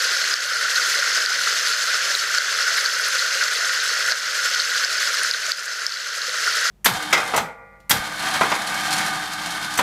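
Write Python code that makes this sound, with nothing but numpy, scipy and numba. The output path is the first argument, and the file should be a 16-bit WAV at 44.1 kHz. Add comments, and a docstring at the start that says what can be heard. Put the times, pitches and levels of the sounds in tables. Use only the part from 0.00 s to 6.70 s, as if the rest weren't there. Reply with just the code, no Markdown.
"""Trickle on a rock ledge

Beside a river, a small camera's microphone sits close to water running steadily down a ledge.
The river is a faint wash behind. The stream traps bubbles that gurgle in a hollow, its spray
patters on wet stone, and single drops smack nearby. The sharpest drops overload the
microphone; the gain control ducks and then creeps back up."""
import sys
import numpy as np
from scipy import signal
from scipy.fft import rfft, irfft, next_fast_len
from scipy.io import wavfile
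from scipy.ndimage import uniform_filter1d
from numba import njit

SR = 44100
rng = np.random.default_rng(int(sys.argv[2]) if len(sys.argv) > 2 else 0)


def waveform_to_disk(signal):
    """Save audio, clipped to [-1, 1], as 16-bit WAV at the path in sys.argv[1]."""
    frames = np.transpose(np.atleast_2d(signal))
    scaled = np.clip(frames, -1, 1) * 32767
    samples = np.round(scaled).astype(np.int16)
    wavfile.write(sys.argv[1], SR, samples)


N = 295470

# the biggest bubbles, which stand out of the gurgle: t/s, f/Hz, level/dB
GLUGS = [(0.78, 1535, -12), (0.986, 553, -30.5), (1.178, 1510, -12), (1.474, 1450, -10.5),
         (1.952, 1440, -13.5), (2.103, 568, -31), (2.781, 1680, -16), (3.148, 530, -32),
         (3.354, 528, -28.5), (3.411, 1520, -11.5), (3.427, 1390, -12), (4.084, 1475, -13.5),
         (4.12, 1630, -10), (4.837, 1600, -13.5), (6.28, 503, -27), (6.476, 1404, -8.5), (6.655, 1360, -13)]


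def undb(db):
    """Decibels to gain."""
    return 10 ** (np.asarray(db) / 20)


def level(x, db=0):
    """Scale to an rms level."""
    return x * undb(db) / np.sqrt(np.mean(x ** 2))


def colour(x, points):
    """Causal filter through (Hz, dB) points, so that every click rings after its start."""
    size = next_fast_len(N + 8192, real=True)
    hz, db = np.transpose(points)
    freqs = np.arange(size // 2 + 1) * SR / size
    log_gain = np.log(undb(np.interp(np.log(freqs + 1), np.log(hz), db)))
    cepstrum = irfft(log_gain, size)
    cepstrum[1:size // 2] *= 2  # fold onto positive time: minimum phase
    cepstrum[size // 2 + 1:] = 0
    return irfft(rfft(x, size) * np.exp(rfft(cepstrum)), size)[:N]


def walk(per_s):
    """Random steps, smoothed twice into a wander of rms 1."""
    hold = max(int(SR / per_s), 1)
    steps = np.repeat(rng.standard_normal(N // hold + 1), hold)[:N]
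    return level(uniform_filter1d(uniform_filter1d(steps, hold), hold))


@njit
def ring(start, hz, cycles, gain, swell, glide):
    """Bubbles: sines that swell over `swell` cycles, fall by 1 / e in `cycles` and rise by `glide`."""
    out = np.zeros(N)
    for k in range(len(start)):
        first = int(start[k] * SR)
        end = min(first + int(6 * cycles[k] * SR / hz[k]), N)
        for i in range(max(first + 1, 0), end):
            age = (i / SR - start[k]) * hz[k]  # in cycles
            phase = 2 * np.pi * age * (1 + glide * age / cycles[k] / 2)
            envelope = (1 - np.exp(-age / swell)) * np.exp(-age / cycles[k])
            out[i] += gain[k] * envelope * np.sin(phase)
    return out


def cloud(count, low_hz, high_hz, cycles, spread_db, glide):
    """Bubbles at random moments, many weak and few strong, with even power per Hz between two pitches."""
    when, pitch, length, strength = rng.random((count, 4)).T
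    hz = low_hz * (high_hz / low_hz) ** pitch
    gain = hz * undb(-spread_db * np.log(1 - .995 * strength))
    return level(ring(when * N / SR, hz, cycles * (.5 + length), gain, swell=.11, glide=glide))


def scatter(count, centre_hz, mean_db, spread_octaves=.17, spread_db=3):
    """Rows (s, Hz, dB) of drops at random moments, alike in pitch and strength."""
    when, pitch, strength = rng.random((count, 3)).T
    hz = centre_hz * 2 ** (spread_octaves * (2 * pitch - 1))
    db = mean_db + spread_db * (2 * strength - 1)
    return np.column_stack([when * N / SR, hz, db])


def river():
    """In the background, a faint wash from the open river and dull plops under the ledge."""
    # spectrum of the open water: f/Hz, level/dB
    wash_spectrum = [(20, -6), (70, -9), (140, 6), (280, 3), (500, 3), (1000, -52)]
    wash = colour(rng.standard_normal(N), wash_spectrum)
    plops = cloud(count=100, low_hz=159.5, high_hz=182, cycles=5.8, spread_db=2, glide=.005)
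    return level(wash, db=-72) + level(plops, db=-69)


def surges():
    """Quick uneven swells of the stream, with the slow drift taken out; rms 1."""
    swell = walk(per_s=45)
    return level(swell - uniform_filter1d(swell, size=5000))


def spurts(width_s=.016):
    """A brief gush of water around each bright glug, from 0 to 1."""
    t = np.arange(N) / SR
    bright_times = [start for start, hz, db in GLUGS if hz > 1000]
    return np.max([np.exp(-((t - start) / width_s) ** 2) for start in bright_times], axis=0)


def gurgle(flow_db, surge):
    """Bubbles trapped where the stream lands; the hollow favours those near 530 and 1480 Hz."""
    # resonances of the hollow: f/Hz, level/dB
    hollow = [(150, -55), (250, -42.5), (355, -28), (425, -19), (533, -14.5), (644, -17), (816, -25.5),
              (923, -25), (1230, -11), (1360, -3), (1450, 1.5), (1720, -4.5), (2010, -6), (2230, -14.5),
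              (2400, -22.5), (3120, -51), (5280, -120)]
    small = cloud(count=9000, low_hz=955, high_hz=2615, cycles=3.5, spread_db=1.43, glide=.027)
    large = cloud(count=2600, low_hz=232, high_hz=944, cycles=2.2, spread_db=.7, glide=.031)
    churn = rng.standard_normal(N)
    water = colour(small + undb(-6) * large + undb(5.5) * churn, hollow)
    flutter_db = .59 * surge + .4 * walk(per_s=25)
    return level(water * undb(flutter_db)) * undb(flow_db)


def spray(flow_db, surge):
    """Droplets patter on the stone over a fine hiss; some plink into the film, the smallest fizz."""
    # spectrum of spray on wet stone: f/Hz, level/dB
    wet_stone = [(1290, -27.5), (2200, -6.5), (2550, -4.5), (3390, -4), (3680, -5.5), (4440, 0),
                 (4780, -1.5), (5230, 0), (5820, -5.5), (6260, -1.5), (8890, -16.5), (9810, -15.5),
                 (14100, -24.5), (15500, -33)]
    patter = cloud(count=18000, low_hz=1922, high_hz=7370, cycles=2.6, spread_db=2, glide=.0047)
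    plinks = cloud(count=200, low_hz=3310, high_hz=5670, cycles=23, spread_db=.5, glide=.011)
    fizz = cloud(count=9000, low_hz=6800, high_hz=15800, cycles=5.1, spread_db=3, glide=.005)
    fizz *= undb(2.9 * walk(per_s=45))
    hiss = rng.standard_normal(N)
    water = colour(patter + undb(-10) * plinks + fizz + undb(5.5) * hiss, wet_stone)
    flutter_db = .51 * surge + .82 * walk(per_s=65)
    return level(water * undb(flutter_db)) * undb(flow_db)


def bloop():
    """One quiet bubble chirps upward as it surfaces."""
    return ring(start=np.array([1.297]), hz=np.array([620]), cycles=np.array([11.]),
                gain=undb([-33]), swell=3., glide=.45)


def glugs():
    """Big bubbles swell for a cycle or two and ring for a few more."""
    start, hz, db = np.array(GLUGS, float).T.copy()
    return ring(start, hz, cycles=np.full(len(start), 4.7), gain=undb(db + 6.5), swell=2.2, glide=.0034)


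def drops():
    """Close to the microphone, each drop pings for a few cycles and the water film rings after it."""
    # the hardest drops that smack on wet stone: t/s, f/Hz, level/dB
    smacks = [(0.34, 4930, -0.5), (1.261, 4730, -3.5), (2.151, 4000, -2), (2.384, 4470, -2),
              (2.86, 4500, -2), (3.085, 10800, -13), (3.193, 4280, -7), (3.439, 4700, -7),
              (4.121, 4740, -1.5), (4.6, 4350, -3.5), (4.848, 4900, -2.5), (5.234, 9450, -8.5),
              (5.312, 4800, -0.5), (5.338, 4000, -5), (5.519, 4600, 4.5), (5.866, 5100, 5),
              (5.922, 4420, -5)]
    drips = scatter(count=24, centre_hz=4530, mean_db=-11.5)  # lighter drops
    ticks = scatter(count=7, centre_hz=10800, mean_db=-20.5)  # fine droplets
    start, hz, db = np.vstack([smacks, drips, ticks]).T.copy()
    each = np.ones(len(start))
    ping = ring(start, hz, cycles=2.8 * each, gain=undb(db + 4), swell=.9, glide=0.)
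    film = ring(start, hz, cycles=14 * each, gain=undb(db - 14.5), swell=1.2, glide=.006)
    # so small a source radiates no bass
    return signal.sosfilt(signal.butter(2, 1800, "high", fs=SR, output="sos"), ping + film)


def scene():
    """At the ledge, gurgle and spray wander, surge and spurt together, over the faint river."""
    wander_db = .62 * walk(per_s=2.7)
    surge, spurt = surges(), spurts()
    bubbling = gurgle(flow_db=-24 + wander_db + 3 * spurt, surge=surge)
    splashing = spray(flow_db=-23.5 + wander_db + 1.4 * spurt, surge=surge)
    return (bubbling + splashing + drops() + glugs() + bloop() + river())[None]


@njit
def gain_control(x, ceiling, attack, release_db_per_s):
    """The camera's gain cut in dB: peaks over the ceiling deepen it at once, then it eases off."""
    out, cut_db = np.empty(len(x)), 0.
    for i in range(len(x)):
        over_db = 20 * np.log10(abs(x[i]) / ceiling + 1e-9) - cut_db
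        cut_db = max(cut_db + attack * max(over_db, 0.) - release_db_per_s / SR, 0.)
        out[i] = cut_db
    return out


def record(dry):
    """The camera's mono microphone: uneven response, gain control, rounded overload, low and top cuts."""
    # narrow peaks and dips in the microphone's response: f/Hz, width/Hz, level/dB
    mic_ripple = [(2570, 90, -1.5), (4490, 110, 1), (4740, 80, -3), (6225, 70, 1.5), (6660, 140, -5.5),
                  (7380, 130, -4)]
    freqs = np.arange(N // 2 + 1) * SR / N
    ripple_db = sum(db * np.exp(-((freqs - hz) / width) ** 2) for hz, width, db in mic_ripple)
    heard = irfft(rfft(dry[0]) * undb(ripple_db), N)
    cut_db = gain_control(heard, ceiling=float(undb(-7)), attack=.39, release_db_per_s=14)
    # the gain slides down within a millisecond, so the first cycles of a loud drop still overload
    ducked = heard * undb(-uniform_filter1d(cut_db, size=40))
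    clipped = ducked / (1 + (ducked / .53) ** 8) ** (1 / 8)
    low_cut = signal.butter(1, 60, "high", fs=SR, output="sos")
    top_cut = signal.ellip(8, .2, 70, 15400, fs=SR, output="sos")
    return signal.sosfilt(top_cut, signal.sosfilt(low_cut, clipped))[None]


dry = scene()
out = record(dry)
waveform_to_disk(out)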